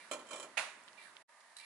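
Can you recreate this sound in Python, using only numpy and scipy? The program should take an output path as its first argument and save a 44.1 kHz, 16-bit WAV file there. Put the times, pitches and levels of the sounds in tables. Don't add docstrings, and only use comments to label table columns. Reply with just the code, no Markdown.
import sys
import numpy as np
from scipy import signal
from scipy.fft import rfft, irfft
from scipy.io import wavfile

SR = 44100
rng = np.random.default_rng(int(sys.argv[2]) if len(sys.argv) > 2 else 0)


def int16_out(signal):
    q = np.round(np.clip(np.atleast_2d(signal).T, -1, 1) * 32767)
    wavfile.write(sys.argv[1], SR, q.astype(np.int16))


N = 72765

# freq_hz, right_minus_left_db
STEREO_LEAN = [(200, 0), (600, 1), (1100, 2), (2000, 5.5), (3600, 9), (6400, 8), (11000, 8)]
# freq_hz, correlation
STEREO_COHERENCE = [(60, 0.88), (300, 0.93), (650, 0.75), (1200, 0.69), (2500, 0.31), (5400, 0.041),
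                    (11000, 0.011)]
# freq_hz, relative_db
FULL_HISS_SPECTRUM = [(30, -29), (65, -14), (110, -10.5), (240, -1.5), (480, -3.5), (630, 3.5), (760, -1.5),
                      (920, 4), (1420, 2.5), (1950, 4), (2300, -2), (3200, -7), (4200, -7.5), (5500, -10.5),
                      (11000, -10.5)]
THIN_HISS_SPECTRUM = [(30, -38), (100, -37), (200, -16.5), (480, -17), (640, -4), (820, -6.5), (950, -2.5),
                      (1200, -4.5), (1400, -8), (1850, 0), (2500, -11), (3500, -15), (4000, -12),
                      (5500, -16), (11000, -15)]
# pitch_hz, width_hz, level_db
ROOM_RESONANCES = [(623, 67, -80.5), (948, 87, -72.5), (1210, 27, -76), (1748, 76, -81), (1945, 45, -80.5)]
# start_s, length_s, level_db
RUB_STROKES = [(-.028, .135, -3), (0.974, .14, 0.5), (1.594, 0.2, 1.5)]
# pitch_hz, width_hz, level_db, peak_stroke_fraction
RUB_RESONANCES = [(2347, 26, -60.5, 0.087), (2730, 68, -68, 0.18), (3910, 850, -66, 0.37),
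                  (7920, 240, -79, .5), (10570, 2200, -67, 0.49)]
# start_s, level_db, centre_hz, width_octaves, decay_s
GEAR_TICKS = [(.837, -49, 8000, .25, 0.0017), (0.8797, -33.5, 2540, 0.4, 0.0012),
              (.8848, -38, 3000, 0.49, 0.0012), (.931, -46.5, 4630, 0.5, 0.0013),
              (.9315, -41.5, 240, 0.44, 0.0087), (1.1676, -35.5, 2910, 0.47, 0.0015),
              (1.404, -58.5, 4740, 1.7, 0.0088)]
# start_s, level_db, treble_db, rise_s
CONTACT_BLOWS = [(1.5665, 0.5, 2, 0.00095), (1.585, 2, -3, .001), (1.598, 3.5, -6, 0.0016),
                 (1.609, 1, -9, 0.0017)]
PAWL_BLOWS = [(.1125, -0.5, 0.5, .0015), (.1175, -4, -5, 0.0027), (.1228, -4.5, -38, .002),
              (.1335, -12.5, 9, 0.00068), (.190, -11, -4.5, 0.0061), (.267, -25.5, 6, .002),
              (.285, -17, 3, 0.005), (.3065, -7, 1.5, 0.0057), (.3285, -3, -0.5, 0.0053),
              (.356, -12, 6.5, 0.0063), (.377, -20, 9, 0.0049), (.398, -10.5, 4.5, 0.0013),
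              (.4255, -10.5, 3.5, 0.0043), (.443, -12.5, -43, 0.0022)]
LEVER_BLOWS = [(.5700, -7.5, -3.5, .002), (.5730, -2.5, -0.5, 0.0029), (.5760, -2, -0.5, 0.0025),
               (.5885, -8.5, 2, 0.0017), (.5940, -11.5, 1.5, 0.0017)]
# freq_hz, ring_db, t60_s, direct_db
SPRING_BODY = [(200, -84, 0.11, -77), (2020, -47, .1, -73), (3080, -58, 0.16, -42.5), (3470, -61, .12, -52),
               (4080, -54, 0.13, -38), (4600, -49.5, 0.16, -56), (6540, -62, 0.18, -51),
               (11100, -57, 0.14, -44)]
MOVEMENT_BODY = [(50, -64, .3, -65), (131, -51, 0.5, -64), (278, -33, 0.53, -49), (430, -33, 0.41, -43),
                 (610, -26.5, 0.31, -19.5), (760, -36, 0.39, -41), (1130, -28.5, 0.22, -22.5),
                 (1800, -39.5, 0.27, -41), (2400, -37, 0.13, -34), (2800, -40.5, 0.23, -46),
                 (3400, -35.5, 0.21, -34), (3690, -43.5, 0.18, -46), (4300, -36.5, 0.13, -42),
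                 (4600, -48, 0.21, -67), (5500, -39, 0.096, -38), (5970, -42.5, 0.14, -47),
                 (7200, -35, 0.22, -29.5), (7060, -45, .14, -45), (8000, -32, 0.081, -38.5),
                 (9170, -45, 0.17, -45.5), (11000, -40.5, .16, -38)]
CASE_BODY = [(50, -71, 0.23, -64), (166, -51.5, 0.48, -46), (378, -49, 0.71, -39), (656, -26.5, 0.29, -25),
             (1120, -30.5, 0.45, -31.5), (1940, -29.5, 0.54, -15.5), (2600, -28.5, 0.45, -14.5),
             (3100, -37, 0.44, -26.5), (3760, -32.5, 0.39, -28.5), (5200, -39.5, 0.37, -36.5),
             (6700, -41, 0.46, -33), (7500, -43, 0.43, -37), (9100, -40, 0.4, -41),
             (10900, -41, 0.31, -30.5)]
# pitch_hz, level_db, t60_s, right_minus_left_db
SPRING_PARTIALS = [(3975, -63.5, 0.11, 11), (3970, -58, 0.051, 14), (7900, -63, 0.089, 6),
                   (8800, -55, 0.071, 7.4), (10840, -68.5, .15, 6)]
MOVEMENT_PARTIALS = [(343.2, -48.5, 0.26, 0.5), (561, -50, 0.21, 6), (601.8, -46.5, 0.33, -0.5),
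                     (648, -50, 0.19, 0), (1045, -49, .3, -1), (1344, -51.5, 0.35, 6), (2369, -44, 0.13, 4),
                     (2424, -48, 0.14, 1), (3106, -48, 0.14, 20), (4050, -53, 0.077, 20),
                     (5060, -58, 0.14, 2), (5520, -53.5, .13, 2), (7340, -50.5, 0.12, 6),
                     (7850, -54.5, 0.15, 21.5)]
CASE_PARTIALS = [(639, -49, 0.32, -3), (952.3, -51.5, 0.36, -1), (1170, -56, 0.55, 0),
                 (1367, -48.5, 0.27, 1), (1463, -44, 0.28, 16), (2145, -49, 0.25, 12),
                 (2443, -56.5, 0.9, 3), (2683, -46, 0.29, 15.5), (2895, -56, 0.45, 9),
                 (3720, -59, 0.22, 24), (4430, -58, .29, 16), (6640, -53, 0.15, 14)]

SILENT_FROM_S, SILENT_TO_S = 1.235, 1.271
TIME_S, FREQ_HZ = np.arange(N) / SR, np.fft.rfftfreq(N, 1 / SR)


def amp(db):
    return 10 ** (np.asarray(db) / 20)


def lookup(table, hz, column=1):
    table = np.array(table, float)
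    return np.interp(np.log(hz + 1), np.log(table[:, 0] + 1), table[:, column])


def add(mix, start_s, sound):
    part = mix[:, round(start_s * SR):][:, :sound.shape[1]]
    part += sound[:, :part.shape[1]]


def unit_rms(gain):
    return gain / np.sqrt(np.mean(gain ** 2))


def stereo_noise(gain, size, lean_scale=1):
    hz = np.fft.rfftfreq(size, 1 / SR)
    mid, side = rfft(rng.standard_normal((2, size)))
    coherence = lookup(STEREO_COHERENCE, hz)
    mid *= np.sqrt((1 + coherence) / 2)
    side *= np.sqrt((1 - coherence) / 2)
    right_gain = amp(lean_scale * lookup(STEREO_LEAN, hz) / 2)
    return irfft(np.array([(mid + side) / right_gain, (mid - side) * right_gain]) * gain, size)


def resonance(centre_hz, width_hz):
    return stereo_noise(unit_rms(1 / (1 + ((FREQ_HZ - centre_hz) / width_hz) ** 2)), N)


def room_hiss(sag_db_per_s=2.5, swell_s=0.11):
    full = stereo_noise(unit_rms(amp(lookup(FULL_HISS_SPECTRUM, FREQ_HZ))), N)
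    full *= amp(-58.5 - sag_db_per_s * TIME_S)
    thin = stereo_noise(unit_rms(amp(lookup(THIN_HISS_SPECTRUM, FREQ_HZ))), N, lean_scale=0.77)
    thin *= amp(-62 - 4 * np.exp(-np.maximum(TIME_S - SILENT_TO_S, 0) / swell_s))
    notes = sum(amp(db) * resonance(hz, width_hz) for hz, width_hz, db in ROOM_RESONANCES)
    return np.where(TIME_S < SILENT_FROM_S, full, thin) + notes


def rubs(attack_s=0.0043, spread_fraction=0.37):
    out = np.zeros((2, N))
    for pitch_hz, width_hz, level_db, peak_fraction in RUB_RESONANCES:
        band = resonance(pitch_hz, width_hz)
        for start_s, length_s, stroke_db in RUB_STROKES:
            age_s = TIME_S - start_s
            attack = np.clip(age_s / attack_s, 0, 1)
            swell = np.exp(-0.5 * ((age_s / length_s - peak_fraction) / spread_fraction) ** 2)
            out += amp(level_db + stroke_db) * attack * swell * band
    return out


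def squeak(from_hz=2350, to_hz=1357, width_hz=220, level_db=-64, growth_db=4, fade_fraction=0.23):
    out = np.zeros((2, N))
    for start_s, length_s, stroke_db in RUB_STROKES:
        progress = np.clip((TIME_S - start_s) / length_s, 0, 1)
        shift = np.exp(2j * np.pi * np.cumsum((to_hz - from_hz) * progress) / SR)
        band = (signal.hilbert(resonance(from_hz, width_hz)) * shift).real
        fade = np.clip(np.minimum(progress, 1 - progress) / fade_fraction, 0, 1)
        out += amp(level_db + stroke_db + growth_db * progress) * fade * band
    return out


def gear_ticks(size=4096, tail_db=-22, tail_s=0.019):
    out = np.zeros((2, N))
    age_s, hz = np.arange(size) / SR, np.fft.rfftfreq(size, 1 / SR)
    for start_s, level_db, centre_hz, width_octaves, decay_s in GEAR_TICKS:
        colour = np.exp(-0.5 * (np.log2((hz + 1) / centre_hz) / width_octaves) ** 2)
        envelope = np.exp(-age_s / decay_s) + amp(tail_db) * np.exp(-age_s / tail_s)
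        add(out, start_s, amp(level_db) * stereo_noise(colour, size) * envelope)
    return out


def treble_share(hz, corner_hz=2480):
    return hz ** 2 / (hz ** 2 + corner_hz ** 2)


def strikes(blows, body, partials, direct_decay_s, direct_pan_db, shadow_hz=800, size=24576):
    out = np.zeros((2, N))
    age_s, hz = np.arange(size) / SR, np.fft.rfftfreq(size, 1 / SR)
    sides = np.array([[-0.5], [0.5]])
    shadow_db = sides * direct_pan_db * hz ** 4 / (hz ** 4 + shadow_hz ** 4)
    for start_s, level_db, treble_db, rise_s in blows:
        tilt_db = treble_db * treble_share(hz)
        ring_noise = stereo_noise(amp(lookup(body, hz) + tilt_db), size)
        band_hz, frame_s, bands = signal.stft(ring_noise, SR, nperseg=256)
        bands *= amp(-60 * frame_s / lookup(body, band_hz, column=2)[:, None])
        ring = signal.istft(bands, SR)[1][:, :size]
        direct = stereo_noise(amp(lookup(body, hz, column=3) + tilt_db + shadow_db), size, lean_scale=1.06)
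        direct *= np.exp(-age_s / direct_decay_s)
        for pitch_hz, mode_db, t60_s, lean_db in partials:
            phase_gap_rad = np.arccos(lookup(STEREO_COHERENCE, pitch_hz))
            mode = np.sin(2 * np.pi * pitch_hz * age_s + sides * phase_gap_rad) * amp(-60 * age_s / t60_s)
            ring += amp(mode_db + treble_db * treble_share(pitch_hz) + sides * lean_db) * mode
        attack = np.minimum(age_s / rise_s, 1)
        add(out, start_s, amp(level_db) * attack * (direct + ring))
    return out


def pendulum_contact():
    return strikes(CONTACT_BLOWS, SPRING_BODY, SPRING_PARTIALS, direct_decay_s=0.0062, direct_pan_db=-5)


def pawl():
    return strikes(PAWL_BLOWS, MOVEMENT_BODY, MOVEMENT_PARTIALS,
                   direct_decay_s=0.0085, direct_pan_db=-0.5)


def lever():
    return strikes(LEVER_BLOWS, CASE_BODY, CASE_PARTIALS, direct_decay_s=0.0053, direct_pan_db=4)


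def scene():
    return room_hiss() + rubs() + squeak() + gear_ticks() + pendulum_contact() + pawl() + lever()


def record(dry, low_cut_hz=120, high_cut_hz=11090, fade_out_s=0.013, fade_in_s=0.022):
    highpassed = signal.sosfilt(signal.butter(2, low_cut_hz, "highpass", fs=SR, output="sos"), dry)
    fade_out = np.clip((SILENT_FROM_S - TIME_S) / fade_out_s, 0, 1)
    fade_in = np.clip((TIME_S - SILENT_TO_S) / fade_in_s, 0, 1)
    lowpass = signal.firwin(513, high_cut_hz, window=("kaiser", 8), fs=SR)
    return signal.oaconvolve(highpassed * (fade_out + fade_in) ** 3, lowpass[None], "same", axes=1)


dry = scene()
out = record(dry)
int16_out(out)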